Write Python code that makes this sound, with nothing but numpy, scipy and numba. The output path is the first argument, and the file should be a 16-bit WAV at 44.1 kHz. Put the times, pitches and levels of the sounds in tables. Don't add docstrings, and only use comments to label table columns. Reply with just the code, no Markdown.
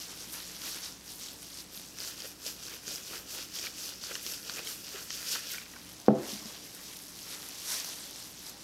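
import sys
import numpy as np
from scipy import signal
from scipy.fft import rfft, irfft, next_fast_len
from scipy.io import wavfile
from scipy.ndimage import map_coordinates
from numba import njit

SR = 44100
rng = np.random.default_rng(int(sys.argv[2]) if len(sys.argv) > 2 else 0)


def ratio_of_db(decibels):
    return 10 ** (np.asarray(decibels, float) / 20)


def persist_wave(psi):
    counts = np.round(np.clip(psi, -1, 1) * 32767).astype(np.int16)
    wavfile.write(sys.argv[1], SR, np.atleast_2d(counts).T)


N = 380583


def level(x, db):
    return x * ratio_of_db(db) / np.sqrt(np.mean(x ** 2))


def shape(table, hz):
    f, db = np.transpose(table)
    return np.interp(np.log(hz), np.log(f), db)


def coloured(gain, x=None):
    size = next_fast_len(N)
    hz = np.maximum(np.arange(size // 2 + 1) * SR / size, 1)
    if x is None:
        x = rng.standard_normal(size)
    return irfft(rfft(x, size) * gain(hz), size)[:N]


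def highpass(x, order, hz):
    return signal.sosfilt(signal.butter(order, hz, "high", fs=SR, output="sos"), x)


@njit
def rings(s, size, hz, t60, phase):
    out = np.zeros(N)
    for k in range(len(s)):
        z = size[k] * np.exp(1j * phase[k])
        turn = np.exp((2j * np.pi * hz[k] - np.log(1000) / t60[k]) / SR)
        start = int(s[k] * SR)
        for j in range(start, min(N, start + int(t60[k] * SR))):
            out[j] += z.imag
            z *= turn
    return out


def glove():
    # pitch_hz, density_db
    meat_bands = [(180, -40.5), (300, -7), (600, -8.5), (1200, -9), (2000, -8), (2550, -7.5), (2850, -6),
                  (4200, -2.5), (5790, 0), (7000, -4.5), (8500, -6.5), (12800, -5), (14300, -11),
                  (15700, -18)]
    # pitch_hz, density_db
    bowl_bands = [(200, -28.5), (300, -9), (500, -5.5), (850, -17), (1160, -13.5), (1400, -7.5),
                  (2230, -13), (2450, -6), (3000, -5), (4100, -6.5), (4450, -2), (5700, -0.5), (9340, -10),
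                  (13000, -6), (15700, -15)]
    # time_s, share_inside_bowl (0-1)
    in_bowl = [
        (1.85, 0.2),
        (2, 0.76),
        (5.6, 0.86),
        (5.8, 0.02),
    ]
    # time_s, level_db
    crackle = [(0, 0), (.95, 0), (1.08, 2), (1.85, 1.5), (2, 0), (5.55, 0), (5.7, 3), (6.1, 3), (6.3, 0),
               (6.7, 2), (7.2, 2), (7.6, 0), (8.63, 1)]
    t = np.arange(N) / SR
    patches = rng.standard_normal((int(25 * N / SR) + 2, 13))
    fine = crinkle(patches, count=140000, fold=1, scatter_db=2.3, cycles=11.41, trim_db=(3, 9, 12), db=4.3)
    creases = crinkle(patches, count=1500, fold=10, scatter_db=2.6, cycles=9., trim_db=(1, 8, 12), db=5.6)
    film = fine + creases * ratio_of_db(np.interp(t, *np.transpose(crackle)))
    inside = np.clip(np.interp(t, *np.transpose(in_bowl)), 0, 1)
    over_meat = coloured(lambda f: ratio_of_db(shape(meat_bands, f)), film * (1 - inside))
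    return over_meat + ratio_of_db(0.5) * coloured(lambda f: ratio_of_db(shape(bowl_bands, f)), film * inside)


def crinkle(patches, count, fold, scatter_db, cycles, trim_db, db):
    region_hz = [
        5200,
        11500,
        1800,
        500,
    ]
    folds = rng.random((count, 2))
    grains = rng.random((count, fold, 3))
    s = (folds[:, :1] * N / SR + .0009 * grains[..., 0]).ravel()
    hz = (320 + 15600 * grains[..., 1] ** 2).ravel()
    luck_db = np.repeat(-scatter_db * np.log(1.02 - folds[:, 1]), fold)
    t, film_db, *relative_db = hand()
    motion_db = np.interp(s, t, film_db)
    order = np.sort(region_hz)
    for k, centre in enumerate(region_hz[1:]):
        share = np.interp(np.log(hz), np.log(order), order == centre)
        material_db = np.interp(s, t, np.minimum(relative_db[k], 6)) + trim_db[k]
        motion_db = motion_db + share * material_db
    place = [s * SR / N * (len(patches) - 1), grains[..., 1].ravel() * 12]
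    motion_db = motion_db + 2.6 * map_coordinates(patches, [s * SR / N * (len(patches) - 1), place[1]], order=1)
    size = ratio_of_db(db + motion_db + luck_db) * (hz / 5000) ** 0.9253
    flip = np.pi * (grains[..., 2].ravel() < .5)
    return rings(s, size, hz, cycles / hz, flip)


def hand():
    # peak_s, level_db,
    # rise_s and fall_s per 10 dB
    rubs = [(0.001, -43.5, 1.14, 0.09), (0.227, -46.5, 0.22, 0.07), (0.334, -46, 0.0063, 0.13),
            (0.548, -47, 0.5, 0.06), (0.681, -38.5, 0.09, 0.147), (0.843, -41, 0.03, 0.0765),
            (1.104, -46.5, 0.0743, 0.063), (1.223, -44.5, 0.0423, 0.1455), (1.433, -52.5, 0.06, 0.12),
            (1.6, -47, 0.15, 0.065), (1.752, -48.5, 0.05, 0.307), (5.332, -32.5, 0.0827, 0.0482),
            (5.52, -41, 0.1851, 0.085), (5.89, -52.5, 0.48, 0.46), (6.306, -40.5, 0.0647, 0.1221),
            (6.467, -45.5, 0.0275, 0.17), (6.937, -49.5, 0.5, 0.2), (7.313, -44.5, 0.2147, 0.67),
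            (7.709, -35.5, 0.0839, 0.22), (8.045, -49.5, 0.24, 0.12), (8.192, -46.5, 0.12, 0.22),
            (8.489, -46.5, 0.15, 0.0351), (8.632, -49.5, 0.08, 0.32)]
    # start_s, hold_s, level_db
    scoops = [(2.014, 0.0723, -41.5), (2.193, 0.07, -46), (2.472, 0.0098, -39), (2.632, 0.11, -45.5),
              (2.892, 0.075, -40.5), (3.075, 0.087, -44.5), (3.3, 0.115, -43), (3.556, 0.105, -41.5),
              (3.787, 0.105, -42), (4.045, 0.12, -44), (4.277, 0.0443, -39.5), (4.469, 0.12, -43.5),
              (4.676, 0.054, -43.5), (4.858, 0.1686, -46), (5.126, 0.082, -41.5)]
    # peak_s, level_db, fall_s per 10 dB
    openings = [(.335, -43, 0.05), (.42, -52.5, 0.11), (1.14, -51.5, 0.15), (1.43, -54.5, .1),
                (1.765, -46.5, 0.0432), (2.26, -48.5, 0.06), (3.15, -49, 0.06), (4.225, -49, 0.27),
                (4.69, -45, 0.11), (5.52, -44, 0.0667), (6.97, -53, 0.2), (7.72, -39, 0.04),
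                (8.48, -54, .03), (1.2, -52, .05), (6.25, -54, .05), (2.48, -46, .06), (3.35, -49, .06),
                (3.84, -49, .07), (5.7, -56, .3), (2.74, -50, .05), (5.05, -53, .1), (6.66, -54, .06),
                (7.18, -54, .05), (4.13, -52, .06), (3.44, -53, .05), (4.55, -50, .1), (5.44, -50, .1),
                (6.75, -55, .3), (7.3, -53, .3), (2.94, -47, .05), (3.65, -47, .04)]
    # peak_s, wet_db, push_db, fall_s per 10 dB
    squelches = [(.35, -47.5, -61, 0.14), (2.26, -45.5, -51.5, 0.0134), (2.08, -52, -55, .04),
                 (2.73, -47, -56, .04), (4.5, -50, -52, .06), (2.91, -54.5, -52.5, 0.0553),
                 (3.15, -44.5, -49, 0.0778), (3.39, -52.5, -53, 0.0261), (3.67, -45.5, -50, 0.0254),
                 (4.12, -43, -51, 0.0052), (4.59, -42.5, -50, 0.0364), (4.69, -47, -48, 0.03),
                 (4.96, -44, -50, .06), (5.17, -46, -70, .25), (5.74, -53, -64, .15), (8.05, -53, -62, .08),
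                 (5.36, -40, -71, 0.0849), (5.55, -42, -72.5, 0.0623), (6.11, -50, -45, 0.32),
                 (.68, -50, -60, .1), (6.75, -54, -62, .2), (6.5, -52, -62, .08), (.08, -51, -56, .06),
                 (.23, -53, -62, .05), (.75, -50, -56, .12), (7.98, -54, -62, .05), (8.52, -54, -58, .05),
                 (7.33, -52, -60, .1), (7.71, -43, -56, .1)]
    # level_db at an average stroke, slope (dB per dB of film)
    followers = [
        (-54, 1.0),
        (-55.5, .65),
        (-61, .4),
    ]
    average_db = -47
    t = np.arange(0, N / SR + .01, .004)
    s, db, rise_s, fall_s = np.transpose(rubs)
    rubbing = swells(t, s, db, 10 / rise_s, 10 / fall_s)
    start, hold_s, db = np.transpose(scoops)
    scooping = swells(t, start, db, 200, 158, hold_s)
    film_db = 10 * np.log10(rubbing + scooping)
    crisp, wet, push = (ratio_of_db(mean_db + slope * (film_db - average_db)) ** 2 for mean_db, slope in followers)
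    push = push * ratio_of_db(-14 * (t > 5.05) * (t < 5.66)) ** 2
    wet = wet * ratio_of_db(-1.5 * (t > 1.03) * (t < 1.5)) ** 2
    s, db, fall_s = np.transpose(openings)
    crisp = crisp + swells(t, s, db, 10 / .0343, 10 / fall_s)
    s, wet_db, push_db, fall_s = np.transpose(squelches)
    wet = wet + swells(t, s, wet_db, 10 / .0482, 10 / fall_s)
    push = push + swells(t, s, push_db, 10 / .0482, 10 / fall_s)
    return t, film_db, *(10 * np.log10(power) - film_db for power in (crisp, wet, push))


def swells(t, s, db, rise_db_s, fall_db_s, hold_s=0):
    late = t[:, None] - s
    drop_db = np.maximum(0, np.maximum(-late * rise_db_s, (late - hold_s) * fall_db_s))
    return (ratio_of_db(db - drop_db) ** 2).sum(axis=1)


def fold_snaps():
    # start_s, peak_db, ring_hz
    open_snaps = [(0.2064, -30, 5400), (0.2972, -30, 4130), (0.3398, -30, 5790), (0.5654, -28, 5730),
                  (0.618, -25, 4340), (0.8624, -27, 4220), (0.9239, -31, 5500), (0.9891, -42, 6240),
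                  (1.0119, -40, 4820), (1.2341, -28, 6010), (1.2406, -32, 5840), (1.2621, -29, 4300),
                  (1.2853, -29, 4030), (1.3595, -39, 5680), (1.4285, -32, 4070), (1.7748, -29, 3900),
                  (1.4863, -42, 6350), (1.501, -35, 3750), (1.507, -36, 4240), (1.5196, -33, 6160),
                  (1.5317, -34, 4460), (1.5872, -27, 5100), (1.7475, -33, 4600), (1.7972, -29, 3790),
                  (5.7616, -38, 5400), (5.7879, -37, 4460), (5.9434, -39, 6800), (5.9609, -41, 5250),
                  (5.9658, -37, 6550), (5.9822, -36, 5770), (6.0009, -31, 6140), (6.0629, -30, 4970),
                  (6.1523, -39, 6330), (6.3189, -27, 5770), (6.3365, -27, 5840), (6.3408, -28, 5640),
                  (6.4503, -34, 5150), (6.4575, -31, 5060), (6.7149, -34, 2950), (6.7484, -35, 5680),
                  (6.8882, -37, 5600), (6.9343, -33, 2990), (6.9698, -35, 5320), (6.9895, -32, 6070),
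                  (7.037, -34, 5060), (7.0676, -37, 4780), (7.2193, -35, 5250), (7.3324, -30, 5810),
                  (7.421, -31, 4950), (7.488, -31, 5910), (7.8, -20, 5940), (7.8463, -20, 6090),
                  (7.8886, -28, 5860), (7.8981, -28, 5230), (7.9861, -30, 4630), (8.1103, -32, 5450),
                  (8.1592, -27, 5360), (8.2013, -27, 5060), (8.4655, -29, 5190), (8.4851, -32, 5000)]
    # start_s, peak_db, ring_hz, low_share_db
    bowl_snaps = [(1.9865, -25, 6000, -14), (2.0033, -21, 5250, -23), (2.0362, -28, 5510, -27),
                  (2.1782, -36, 4930, -18), (2.2037, -26, 5500, -15), (2.2206, -25, 4670, -37),
                  (2.2463, -31, 4910, -5), (2.3217, -36, 6030, -16), (2.4648, -16, 5700, -24),
                  (2.667, -26, 4370, -26), (2.682, -28, 6160, -16), (2.8803, -17.5, 5730, -18),
                  (2.9585, -22, 4970, -29), (2.9814, -28, 4670, -17), (3.0006, -36, 5320, -14),
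                  (3.0388, -31, 5770, -25), (3.0597, -32, 5510, -22), (3.4266, -37, 5680, -10),
                  (3.5481, -27, 5790, -19), (3.5637, -27, 5500, -14), (3.5876, -23, 5500, -21),
                  (3.5953, -23, 5100, -11), (3.6685, -24, 4300, -13), (3.8413, -33, 4390, -14),
                  (3.891, -24, 4520, -29), (3.9377, -29, 4610, -24), (4.0155, -32, 4500, -30),
                  (4.0384, -22.5, 4410, -18), (4.1431, -23, 5940, -16), (4.1534, -21, 5500, -15),
                  (4.2642, -18, 5640, -18), (4.301, -26, 5590, -30), (4.4296, -30, 4520, -29),
                  (4.4966, -20, 4390, -9), (4.5046, -28, 4740, -21), (4.5379, -24, 5790, -22),
                  (4.5918, -24, 4300, -11), (4.6719, -28, 5500, -24), (4.8737, -34, 4410, -17),
                  (4.8908, -28, 6050, -21), (5.1047, -21, 5500, -20), (5.1533, -24, 5610, -14),
                  (5.229, -30, 4500, -14), (5.288, -23, 5670, -28), (5.3535, -21, 5600, -25),
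                  (5.4709, -23, 5450, -20), (5.5031, -29, 4190, -7), (5.5739, -32, 5040, -2),
                  (5.6168, -33, 3600, -8)]
    # start_s, peak_db, ring_hz
    ticks = [(0.0964, -41, 13350), (0.3333, -26, 10650), (0.7632, -31, 8850), (0.9484, -42, 8910),
             (1.0014, -45, 9280), (1.0468, -43, 10010), (1.0614, -37, 10010), (1.1189, -31, 9970),
             (1.1362, -34, 10420), (1.1579, -32, 10530), (1.3328, -35, 12940), (1.4272, -33, 10500),
             (1.2, -34, 11500), (1.47, -37, 8500), (1.4305, -31, 10570), (1.501, -37, 9130),
             (1.5051, -40, 11370), (1.5435, -32, 8200), (1.6227, -36, 11220), (1.6753, -42, 10490),
             (1.7364, -37, 12320), (1.7748, -35, 11430), (1.7972, -35, 10570), (1.8161, -39, 12490),
             (2.2376, -36, 13630), (4.229, -32, 13090), (4.6491, -32, 10940), (5.7881, -41, 9320),
             (5.8107, -42, 9930), (5.8499, -43, 13910), (5.8633, -43, 8010), (5.8929, -42, 12230),
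             (5.9261, -39, 12400), (5.9305, -39, 12860), (5.9471, -42, 9780), (6.0009, -43, 9860),
             (6.0152, -38, 10340), (6.7488, -31, 9000), (6.9702, -30, 11260), (7.022, -31, 10400),
             (7.0673, -38, 11410), (7.0917, -43, 10400), (7.106, -36, 8200), (7.4884, -31, 11330),
             (7.889, -35, 10360), (8.1101, -31, 10230), (8.1647, -37, 8250), (8.392, -39, 12270),
             (8.4959, -31, 13330)]
    out = snaps(*np.transpose(open_snaps), low_db=-22, crisp_db=-13.5)
    out = out + snaps(*np.transpose(bowl_snaps), crisp_db=-21.5)
    return out + snaps(*np.transpose(ticks), low_db=-30, crisp_db=-10)


def snaps(s, db, hz, low_db, crisp_db):
    zero = 0 * s
    chance = rng.random((len(s), 4, 4))
    out = rings(s, ratio_of_db(db), hz, .003 + 5 / hz, zero) - rings(s, ratio_of_db(db), hz, 4 / hz, zero)
    for late, near, low, high in chance.transpose(1, 2, 0):
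        out = out + rings(s + .001 * late, ratio_of_db(db - 11), hz * 1.7 ** (near - .55), .0028 + zero, zero)
        out = out + rings(s + .0009 * late, ratio_of_db(db + low_db - 9), 1150 + 1500 * low, .009 + zero, zero)
        out = out + rings(s + .0006 * late, ratio_of_db(db + crisp_db - 1), 7500 + 6500 * high, .002 + zero, zero)
    return out


def paste_smacks():
    # start_s, peak_db, cavity_hz, t60_s
    smacks = [(2.204, -34, 3150, 0.0117), (3.5616, -33, 3240, 0.0144), (3.587, -28.5, 3256, 0.0107),
              (3.6404, -37.5, 1710, 0.0187), (3.668, -29, 2306, 0.019), (4.1143, -36.5, 1340, 0.016),
              (4.1534, -26.5, 2900, 0.0121), (4.4965, -30, 1450, 0.01), (4.583, -32, 2434, 0.0153),
              (6.0833, -22, 1080, 0.022), (6.0838, -30, 1800, .018), (6.084, -37, 3100, .012),
              (5.1052, -36, 1850, .012), (6.084, -40, 5600, .007), (2.683, -40, 1500, .012),
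              (2.835, -45, 1500, .012), (3.135, -38, 1400, .012), (3.428, -42, 1500, .012),
              (3.572, -42, 1400, .012), (3.922, -42, 1400, .012), (4.1635, -36, 1700, .012),
              (4.2645, -33, 3300, .01), (5.601, -40, 2200, .012), (6.933, -47, 2000, .012),
              (4.6718, -28.5, 3130, 0.0155), (5.1048, -28, 3097, 0.0099), (4.592, -31, 2500, 0.012),
              (5.3515, -32, 1600, 0.014), (5.358, -33, 1330, .022), (5.546, -36, 1900, .016),
              (5.51, -40, 2150, .02), (5.662, -42, 2400, .012), (4.5925, -33, 1100, .008),
              (4.0375, -38, 1350, .012), (4.1538, -35, 1500, .01), (5.5822, -30.5, 2300, 0.0175),
              (5.7367, -40, 1900, 0.0148), (5.7643, -37, 1494, 0.0174)]
    return taps(smacks, 0.00166, spread=0.343)


def finger_bumps():
    # start_s, peak_db, pitch_hz, t60_s
    bumps = [(2.244, -37, 540.7, 0.0476), (2.461, -41.5, 526, 0.049), (2.655, -52, 350, 0.053),
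             (2.875, -40, 328, 0.046), (2.909, -40, 558, 0.048), (3.109, -40, 303, 0.057),
             (4.109, -34.5, 475, 0.046), (4.262, -40, 358, 0.043), (4.5905, -33, 480, 0.04),
             (4.789, -44, 309, 0.052), (4.945, -33, 387, 0.0346)]
    return taps(bumps, 0.0136, spread=0.218)


def taps(table, rise_s, spread, side_db=-7):
    s, db, hz, t60 = np.transpose(table)
    out, zero, t60 = 0, 0 * s, np.maximum(t60, 1.5 * rise_s)
    for k, off in enumerate(rng.random((len(s), 3)).T):
        ring_hz = hz * (1 + spread) ** ((k - 1) * (.4 + off))
        size = ratio_of_db(db + 2 + side_db * abs(k - 1))
        out = out + rings(s, size, ring_hz, t60, zero) - rings(s, size, ring_hz, rise_s + zero, zero)
    return out


def bowl():
    # start_s, blow_db, contact_s
    knocks = [
        (6.0829, -8, 0.0013),
        (6.0852, -6.5, 0.0013),
        (6.1042, -9, 0.0015),
        (6.114, -16, 0.0016),
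        (6.132, -29, 0.001),
        (6.156, -28, 0.00108),
        (6.169, -28, 0.00143),
    ]
    # pitch_hz, level_db, t60_s
    counter = [(137, 0, 0.14), (250, 0, 0.035), (297, 1, 0.09), (375, -14, 0.12), (415, -14.5, 0.15),
               (502, -7, 0.12), (560, -3, 0.05), (660, 4, 0.055), (776, 4.5, 0.04), (875, -10, 0.12),
               (960, -3, .025), (1100, 1, 0.022), (1310, 4, 0.03), (1750, -5, .02)]
    out = np.zeros(N)
    hz, mode_db, t60 = np.transpose(counter)
    for s, db, contact_s in knocks:
        samples = int(contact_s * SR)
        push = np.sin(np.pi * np.arange(samples) / samples)
        spot = ratio_of_db(2 * rng.standard_normal(len(hz)))
        ring = rings(s + 0 * hz, ratio_of_db(db + mode_db - 3.5) * spot, hz, t60, 0 * hz)
        out = out + signal.oaconvolve(ring, push / push.sum())[:N]
    landing_s, one = knocks[0][0], np.ones(1)
    panel = rings(landing_s * one, ratio_of_db(-5.5) * one, 211. 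* one, .32 * one, 0 * one)
    settled = np.clip((np.arange(N) / SR - 6.126) / .012, 0, 1)
    out = out + panel * ratio_of_db(-17 * settled)
    late, pitch, sign = rng.random((300, 3)).T
    chatter_hz = 310 * 5 ** pitch
    size = ratio_of_db(-30 - 16 * late - 14 * pitch)
    out = out + rings(landing_s + .25 * late, size, chatter_hz, 14 / chatter_hz, np.pi * (sign < .5))
    return highpass(out, 3, 190)


def bowl_rocks():
    # start_s, peak_db, pitch_hz, t60_s
    rocks = [
        (6.128, -26, 378, .2),
        (6.128, -31, 670, .22),
        (6.15, -26.5, 503, .15),
        (6.19, -33, 345, .12),
        (6.237, -38, 222, .1),
        (6.328, -32, 217, 0.08),
        (6.348, -33.5, 215, 0.085),
        (6.416, -41.5, 203, 0.069),
        (6.453, -35, 215, 0.075),
    ]
    return taps(rocks, .02, spread=.25, side_db=-17)


def floor_thud():
    # start_s, peak_db, pitch_hz, t60_s
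    thud = [
        (6.086, -46, 90, .3),
        (6.09, -56, 62, .5),
    ]
    return taps(thud, .03, spread=.2)


def room_echo(near):
    t60_s, damp = 0.212, 0.41
    lags = rng.integers(400, 2200, 8)
    thin = highpass(near, 2, 280)
    return ratio_of_db(-14) * walls(thin + 1e-18, lags, ratio_of_db(-60 * lags / SR / t60_s), damp)


@njit
def walls(x, lags, gain, damp):
    line, soft, out = np.zeros((8, 4096)), np.zeros(8), np.zeros(len(x))
    for i in range(len(x)):
        total = 0.
        for k in range(8):
            soft[k] += (1 - damp) * (gain[k] * line[k, (i - lags[k]) & 4095] - soft[k])
            total += soft[k]
        out[i] = soft[0] - soft[3] + soft[5] - soft[6]
        for k in range(8):
            line[k, i & 4095] = x[i] + soft[k] - total / 4
    return out


def kitchen():
    # pitch_hz, density_db
    air_bands = [(12, -15), (20, 10), (35, 3), (55, -1.5), (100, 4.5), (137, 5.5), (186, 4), (298, 7.5),
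                 (363, 1), (651, -4.5), (1140, -6.5), (1590, -12), (2350, -13), (5560, -8.5), (8450, -11.5),
                 (12800, -23.5), (15600, -26)]
    # pitch_hz, level_db, waver_db, fade_db_per_s
    hum = [
        (60, -64, 1., -.6),
        (180, -65, 1.3, -.3),
        (300, -68.5, 2., -.3),
        (15734, -81, 1.5, 0),
    ]
    t = np.arange(N) / SR
    out = level(coloured(lambda f: ratio_of_db(shape(air_bands, f))), -55.5)
    for hz, db, waver_db, fade_db in hum:
        waver = level(coloured(lambda f: 1 / (1 + (f / 1.5) ** 2)), 0)
        swell = np.sqrt(2) * ratio_of_db(db + waver_db * waver + fade_db * t)
        out = out + swell * np.sin(2 * np.pi * hz * t + 0.4 * waver)
    return out


def scene():
    near = glove() + fold_snaps() + paste_smacks() + finger_bumps() + bowl() + bowl_rocks()
    near = highpass(near, 2, 130)
    return (near + room_echo(near) + floor_thud() + kitchen())[None]


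@njit
def follow(x, attack, release):
    out, e = np.empty(len(x)), 0.
    for i in range(len(x)):
        e += (abs(x[i]) - e) * (attack if abs(x[i]) > e else release)
        out[i] = e
    return out


def roll_off(x):
    return signal.sosfilt(signal.butter(12, 15820, fs=SR, output="sos"), x)


def record(dry):
    envelope = follow(dry[0], 0.0054, 1 / (.043 * SR))
    gain = np.minimum(1, ratio_of_db(-22) / (envelope + 1e-9)) ** .5
    rounded = 0.7378 * np.tanh(dry * gain / 0.7625)
    mix = highpass(rounded, 2, 48)
    mix = signal.sosfilt(signal.ellip(10, .2, 70, 15770, fs=SR, output="sos"), mix)
    return roll_off(mix)


dry = scene()
out = record(dry)
persist_wave(out)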